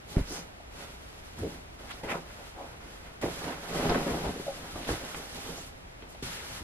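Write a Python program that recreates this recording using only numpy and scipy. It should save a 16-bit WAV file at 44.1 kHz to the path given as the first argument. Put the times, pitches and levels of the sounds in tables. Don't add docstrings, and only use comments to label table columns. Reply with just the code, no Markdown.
import sys
import numpy as np
from scipy import signal
from scipy.fft import rfft, irfft, next_fast_len
from scipy.io import wavfile

SR = 44100
rng = np.random.default_rng(int(sys.argv[2]) if len(sys.argv) > 2 else 0)


def dump_mix(stems):
    frames = np.atleast_2d(stems).T
    limited = np.clip(frames, -1, 1)
    pcm = np.round(limited * 32767).astype(np.int16)
    wavfile.write(sys.argv[1], SR, pcm)


N = 292383
TIME = np.arange(N) / SR


def moves():
    # start in seconds, end in seconds,
    # attack in seconds, then relative levels in dB of big folds, small creases and sliding.
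    move_list = [(0.061, 0.19, 0.046, -56, -61, -53), (0.234, 0.369, 0.095, -52.5, -51, -51),
                 (0.696, 0.832, 0.11, -56, -51.5, -54.5), (0.858, 1.348, 0.023, -73, -63, -63),
                 (1.348, 1.554, 0.028, -58, -57, -57.5), (1.788, 1.976, 0.0039, -60, -56.5, -60.5),
                 (2.03, 2.159, 0.0046, -48, -51.5, -56), (2.188, 2.49, 0.12, -81, -58, -60.5),
                 (2.533, 2.72, 0.062, -59.5, -57.5, -63), (2.794, 3.075, 0.022, -64.5, -58, -63.5),
                 (3.212, 3.446, 0.002, -52.5, -49.5, -50.5), (3.435, 3.53, 0.037, -47, -46.5, -54),
                 (3.52, 3.785, 0.28, -43, -43.5, -46.5), (3.687, 3.956, 0.16, -40.5, -39.5, -47.5),
                 (3.951, 4.28, 0.038, -43, -46, -50), (4.29, 4.898, 0.068, -54.5, -53.5, -54.5),
                 (4.867, 4.924, 0.018, -46.5, -43, -44.5), (4.97, 5.22, 0.038, -53.5, -50.5, -53.5),
                 (5.163, 5.543, 0.26, -53.5, -51.5, -51), (5.55, 5.65, 0.017, -61, -78, -57.5),
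                 (6.095, 6.151, 0.012, -66, -70, -62.5), (6.223, 6.338, 0.0025, -62, -49, -48),
                 (6.29, 6.577, 0.11, -65, -51, -51.5)]
    growth_db_per_s = 1
    release_s = np.array([0.068, 0.07, 0.064])[:, None]
    settling_db = (-78, -64.5, -69)
    uneven_db, uneven_per_s = -0.01, 42

    power = from_db(settling_db)[:, None] ** 2
    for start, end, attack, *levels_db in move_list:
        t = np.maximum(TIME - start, 0)
        effort = np.minimum(t / attack, 1) * from_db(growth_db_per_s * t)
        rest = np.exp(-np.clip((TIME - end) / release_s, 0, 20))
        power = power + (from_db(levels_db)[:, None] * effort * rest) ** 2
    return np.sqrt(power) * from_db(uneven_db * drift(uneven_per_s))


def cloth(spectrum, per_s, spread_db, clump_db, clump_rate):
    clumps = from_db(clump_db * drift(clump_rate))
    return rms_one(colour(grains(per_s, spread_db) * clumps, spectrum))


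def folds(gain):
    # frequency in Hz, relative level in dB.
    fold_tone = [(50, 5.5), (100, -4), (160, 5.5), (300, -0.5), (550, 2.5), (800, 1.5), (1300, -10),
                 (3000, -53), (8000, -61)]
    return from_db(2.5) * gain * cloth(fold_tone, per_s=1400, spread_db=2.5, clump_db=2.0, clump_rate=50)


def creases(gain):
    # frequency in Hz, relative level in dB.
    crease_tone = [(200, -8.5), (500, -1), (900, 1), (1500, 2), (2300, -4), (3300, -8), (5000, -15),
                   (9000, -61), (16000, -43)]
    return from_db(-1.0) * gain * cloth(crease_tone, per_s=5000, spread_db=2.5, clump_db=0.5, clump_rate=40)


def slide(gain):
    # frequency in Hz, relative level in dB.
    slide_tone = [(600, -2.5), (1800, 3.5), (3500, 2.5), (5300, 0), (7000, -2.5), (9000, -4.5), (11700, -3),
                  (13000, -10), (15000, -28.5)]
    return from_db(1.5) * gain * cloth(slide_tone, per_s=12000, spread_db=2.0, clump_db=1.07, clump_rate=36)


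def flaps(clicks):
    # start in seconds, relative level in dB, fall in seconds, high edge in Hz.
    flap_list = [(0.169, -24, 0.01, 560), (.18, -24, .007, 447), (0.164, -39, 0.072, 2350),
                 (1.38, -41, 0.012, 800), (1.445, -34, 0.014, 650), (1.802, -41.5, 0.0068, 600),
                 (2.032, -31.5, 0.044, 960), (2.124, -31, 0.0079, 1000), (2.15, -34.5, 0.022, 650),
                 (2.855, -47, .025, 450), (3.223, -27.5, 0.029, 1090), (3.232, -20.5, 0.0075, 800),
                 (3.256, -28.5, .012, 1090), (3.275, -32, 0.018, 804), (3.477, -33.5, 0.012, 910),
                 (3.501, -31, 0.017, 1600), (3.729, -32, 0.013, 700), (3.757, -26.5, 0.017, 900),
                 (3.824, -25.5, 0.016, 700), (3.846, -22.5, 0.022, 670), (3.891, -25, 0.025, 1700),
                 (3.901, -24, 0.014, 1120), (3.914, -28, 0.017, 700), (3.946, -20, 0.013, 1400),
                 (3.955, -21.5, 0.0074, 700), (3.978, -27, 0.016, 560), (4.062, -23.5, 0.016, 650),
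                 (4.078, -29, 0.027, 1700), (4.102, -26.5, 0.019, 1000), (4.135, -27, 0.019, 910),
                 (4.266, -25, 0.0081, 750), (4.291, -27.5, 0.012, 363), (4.357, -31.5, 0.012, 500),
                 (4.397, -30.5, 0.011, 475), (4.755, -35.5, 0.051, 850), (4.805, -41, .018, 900),
                 (4.89, -28, 0.013, 1770), (4.903, -24.5, 0.021, 485), (5.034, -36.5, .016, 750),
                 (5.193, -41, .02, 600), (5.489, -38, 0.034, 554), (6.024, -43.5, 0.024, 700),
                 (6.223, -31.5, 0.017, 400), (6.603, -40.5, 0.045, 330)]
    rise_s, low_hz = 0.0006, 159
    return sum(avalanche(clicks, s, db, strike(rise_s, fall), low_hz, high_hz)
               for s, db, fall, high_hz in flap_list)


def snaps(clicks):
    # start in seconds, relative level in dB, fall in seconds, low edge in Hz, high edge in Hz.
    snap_list = [(0.17, -36, 0.0057, 650, 860), (1.386, -46, 0.014, 5500, 12200),
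                 (1.388, -38.5, 0.0074, 700, 1400), (2.033, -39, .03, 900, 2390),
                 (2.806, -49, 0.022, 600, 1500), (3.224, -32, 0.039, 1310, 2150),
                 (3.358, -45, 0.0045, 4200, 11000), (3.441, -34, 0.0053, 900, 3000),
                 (3.483, -40, .02, 1300, 3400), (3.523, -33, 0.0078, 500, 2580),
                 (3.76, -37, .012, 1200, 3000), (3.894, -30.5, 0.012, 2000, 4940),
                 (3.946, -27, 0.015, 800, 2200), (4.475, -44, 0.0064, 800, 2600),
                 (4.757, -33.5, 0.01, 597, 1080), (4.89, -30, 0.0034, 450, 1400),
                 (5.145, -32, 0.008, 600, 2430), (6.022, -42.5, 0.0084, 1300, 3200),
                 (6.147, -49, .009, 1200, 3600)]
    rise_s = 0.00064
    return sum(avalanche(clicks, s, db, strike(rise_s, fall), low_hz, high_hz)
               for s, db, fall, low_hz, high_hz in snap_list)


def thuds(clicks):
    # start in seconds, relative level in dB, fall in seconds.
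    thud_list = [(.164, -25, .02), (1.432, -33, 0.026), (3.225, -26.5, 0.041), (4.898, -26, 0.027),
                 (6.224, -33, 0.037), (6.606, -35.5, .03)]
    rise_s, low_hz, high_hz = 0.0078, 62, 187
    return sum(avalanche(clicks, s, db, strike(rise_s, fall), low_hz, high_hz) for s, db, fall in thud_list)


def scuffs():
    # middle in seconds, half-width in seconds, relative level in dB, low edge in Hz, high edge in Hz.
    scuff_list = [(.168, 0.0086, -35, 350, 806), (.32, 0.02, -40, 400, 480), (.365, 0.014, -42, 550, 1300),
                  (.345, 0.032, -44, 4960, 10300), (1.405, 0.026, -40, 110, 540),
                  (1.457, 0.017, -36, 230, 507), (1.505, 0.042, -46.5, 129, 432),
                  (1.905, 0.011, -36.5, 700, 2600), (1.91, 0.014, -52.5, 5000, 12000),
                  (2.112, 0.017, -27, 890, 2360), (2.114, 0.013, -48, 4500, 11300),
                  (2.135, 0.025, -31, 400, 1350), (2.305, 0.0071, -45.5, 700, 1900),
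                  (2.395, 0.028, -47, 450, 910), (2.62, 0.046, -40, 620, 920),
                  (3.065, 0.013, -46.5, 700, 2230), (3.43, 0.016, -38, 500, 1100),
                  (4.255, 0.0085, -31, 170, 950), (4.85, 0.032, -42.5, 1300, 4050),
                  (5.09, .014, -43, 700, 2100), (5.175, 0.018, -46, 4930, 11400),
                  (5.675, .014, -53, 5030, 11900), (6.11, 0.018, -55, 5000, 12000),
                  (6.3, 0.052, -47, 2000, 4500)]
    rasp_db, rasp_per_s = 2.1, 260
    slips = grains(per_s=9000, spread_db=1.9) * from_db(rasp_db * drift(rasp_per_s))
    out = np.zeros((2, N))
    for s, width, db, low_hz, high_hz in scuff_list:
        lead = min(4 * width, s)
        swell = bell(lead, width)[:SR // 2]
        out += avalanche(slips, s - lead, db, swell, low_hz, high_hz)
    return out


def avalanche(clicks, s, db, swell, low_hz, high_hz, crisp_db=-23):
    out, at = np.zeros((2, N)), int(s * SR)
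    swell = swell[:N - at]
    burst = clicks[:, at:at + len(swell)] * swell
    body = band(burst, low_hz, high_hz, order=4)
    crisp = from_db(crisp_db) * band(burst, high_hz, 2 * high_hz)
    even = np.array([rms_one(part) for part in body + crisp])
    out[:, at:at + len(swell)] = from_db(db) * even * np.sqrt(np.mean(swell ** 2))
    return out


def blows():
    # frequency in Hz, side minus mid in dB.
    flap_width = [(40, -36), (120, -57), (400, -18), (800, -6), (2000, -2.5), (6000, 6.5)]
    clicks = grains(per_s=4000, spread_db=2.5)
    bursts = flaps(clicks) + snaps(clicks) + thuds(clicks) + scuffs()
    return stereo(from_db(-7.0) * bursts, flap_width) + knocks()


def knocks():
    # start in seconds, relative level in dB, pitch ratio reached at the end.
    knock_list = [(.600, -41, 1.08), (1.431, -29, 0.72), (1.445, -30, 0.79), (4.466, -30, 1.01),
                  (4.480, -25.5, .98), (6.147, -41, 1.06)]
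    # frequency in Hz at pitch ratio 1, relative level in dB,
    # time to fade by 60 dB in seconds.
    ring_modes = [(540, 0, 0.065), (585, -3.5, 0.054), (748, -4.5, 0.042), (1120, -26, 0.04)]
    bend, bend_s = 0.17, 0.0096
    attack_s = 0.0028
    out = np.zeros(N)
    for s, db, pitch in knock_list:
        at = int(s * SR)
        t = TIME[:min(SR // 4, N - at)]
        turn = 2 * np.pi * pitch * np.cumsum(1 + bend * np.exp(-t / bend_s)) / SR
        ring = sum(from_db(mode_db - 60 * t / t60) * np.sin(hz * turn) for hz, mode_db, t60 in ring_modes)
        out[at:at + len(t)] += from_db(db) * ring * (1 - np.exp(-t / attack_s))
    return out


def swishes():
    # start in seconds, length in seconds,
    # start frequency in Hz, end frequency in Hz, relative level in dB.
    swish_list = [(0.245, 0.2, 5140, 5940, -49.5), (1.889, 0.06, 2270, 4710, -51),
                  (5.547, .1, 5040, 8230, -53.5), (6.335, 0.099, 2355, 1440, -46)]
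    rub = rms_one(band(rng.standard_normal((2, N)), 26, 900))
    out = np.zeros((2, N))
    for s, length, start_hz, end_hz, db in swish_list:
        way = np.clip((TIME - s) / length, 0, 1)
        phase = 2 * np.pi * np.cumsum(start_hz + (end_hz - start_hz) * way) / SR
        out += from_db(db) * np.sin(np.pi * way) * rub * np.sin(phase)
    return out


def slaps():
    # middle in seconds, peak in dB before filtering, pulse width in seconds.
    slap_list = [(.170, -8, 0.00085), (0.198, -21, 0.00051), (0.213, -18.5, 0.0015),
                 (3.9468, -14.5, 0.0001), (3.9543, -27, 0.00054), (4.8923, -19.5, 0.00025),
                 (5.1464, -22, 0.000067)]
    pulses = sum(from_db(db) * bell(s, width) for s, db, width in slap_list)
    return -band(pulses, 16, 9000)


def bounce():
    start_s, hz, level_db, t60_s = 0.175, 44.4, -27, 0.27
    t = np.clip(TIME - start_s, 0, 1)
    return from_db(level_db - 60 * t / t60_s) * np.sin(2 * np.pi * hz * t)


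def draught():
    # middle of the puff in seconds, level in dB.
    puff_list = [(1.43, -37), (3.25, -42), (3.9, -33), (4.13, -40), (4.27, -34.5), (4.77, -42),
                 (4.91, -36.5), (6.54, -46)]
    # frequency in Hz, relative level in dB.
    air_tone = [(12, -7), (25, -23.5), (42, -3), (70, -2), (110, -8), (250, -24.5), (1000, -68)]
    half_width_s, steady_db = 0.022, -57.5
    flow = from_db(steady_db) + sum(from_db(db) * bell(s, half_width_s) for s, db in puff_list)
    return flow * rms_one(colour(rng.standard_normal(N), air_tone))


def bedroom(x):
    # frequency in Hz, width in Hz, level in dB.
    room_modes = [(168.3, 18, 3.5), (263.3, 41, 2.5), (358, 225, -2.5), (900, 19, -17), (1200, 20, -32),
                  (2028, 39, -1)]
    t60_s, wet_db = 0.15, -13.0
    t = TIME[:SR // 3]
    echoes = rng.standard_normal((2, len(t))) * from_db(-60 * t / t60_s)
    tail = band(echoes * (t > .005), 270, 4100)
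    tail /= np.sqrt(np.sum(tail ** 2) / 2)
    standing = sum(from_db(db) * resonate(x, hz, width_hz) for hz, width_hz, db in room_modes)
    return x + standing + from_db(wet_db) * signal.fftconvolve(x, tail, axes=1)[:, :N]


def hush():
    # frequency in Hz, relative level in dB.
    hush_tone = [(12, -30), (25, -2), (58, -1.5), (100, -9), (270, -14), (450, -16.5), (680, -16.5),
                 (1050, -22.5), (2500, -26.5), (5000, -35.5), (8500, -42.5), (11700, -44.5), (13500, -52),
                 (15400, -62)]
    # frequency in Hz, side minus mid in dB.
    hush_width = [(30, -29), (70, -28), (160, -5), (400, 1.5), (1200, 6), (4000, 5.5), (12000, 8)]
    still = from_db(-51) * rms_one(colour(rng.standard_normal((2, N)), hush_tone))
    return stereo(still, hush_width)


def from_db(db):
    return 10 ** (np.asarray(db) / 20)


def rms_one(x):
    return x / np.sqrt(np.mean(x ** 2) + 1e-20)


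def colour(x, spectrum):
    hz, db = np.transpose(spectrum)
    size = next_fast_len(N)
    bins = np.maximum(np.arange(size // 2 + 1) * SR / size, 1)
    gain = from_db(np.interp(np.log(bins), np.log(hz), db))
    return irfft(rfft(x, size) * gain, size)[..., :N]


def drift(rate):
    knots = rng.standard_normal(4000)
    return rms_one(np.interp(TIME * rate, np.arange(len(knots)), knots))


def grains(per_s, spread_db):
    sizes = from_db(spread_db * np.minimum(rng.exponential(1, (2, N)), 4))
    signs = rng.choice([-1, 1], (2, N))
    return rms_one(sizes * signs * (rng.random((2, N)) < per_s / SR))


def strike(rise, fall):
    t = TIME[:SR // 2]
    return np.minimum(t / rise, 1) * np.exp(-np.maximum(t - rise, 0) / fall)


def bell(s, width):
    return np.exp(-np.minimum(((TIME - s) / width) ** 2 / 2, 20))


def band(x, low_hz, high_hz, order=2):
    x = signal.sosfilt(signal.butter(2, low_hz, "high", fs=SR, output="sos"), x)
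    return signal.sosfilt(signal.butter(order, min(high_hz, .45 * SR), fs=SR, output="sos"), x)


def resonate(x, hz, width_hz):
    r = np.exp(-np.pi * width_hz / SR)
    feedback = [1, -2 * r * np.cos(2 * np.pi * hz / SR), r * r]
    return signal.lfilter(np.array([1, 0, -1]) * (1 - r * r) / 2, feedback, x + 1e-18)


def stereo(pair, width):
    return pair[0] + colour(pair[1], width) * [[1], [-1]]


def scene():
    # frequency in Hz, side minus mid in dB.
    cloth_width = [(40, -34), (120, -68), (400, -16), (800, -9), (1500, 1), (3000, 2), (8000, -6)]
    # frequency in Hz, side minus mid in dB.
    slide_width = [(1000, -17), (3000, 5), (6000, 5.5), (12000, 6.5)]
    # time in seconds, left minus right in dB.
    place = [(0, -1.5), (1.9, -0.5), (2.6, -0.5), (3.5, -1.8), (4.15, 0.5), (4.9, -0.5), (5.5, -2.1),
             (6.25, 0.3)]

    folding, creasing, sliding = moves()
    buckling = stereo(folds(folding) + creases(creasing), cloth_width)
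    bedding = bedroom(buckling + blows())
    cotton = bedding + stereo(slide(sliding) + swishes(), slide_width)
    pan = from_db(np.interp(TIME, *np.transpose(place)) * [[.5], [-.5]])
    return cotton * pan + slaps() + bounce() + draught() + hush()


def record(dry):
    return signal.sosfilt(signal.ellip(10, .1, 80, 15400, fs=SR, output="sos"), dry)


dry = scene()
out = record(dry)
dump_mix(out)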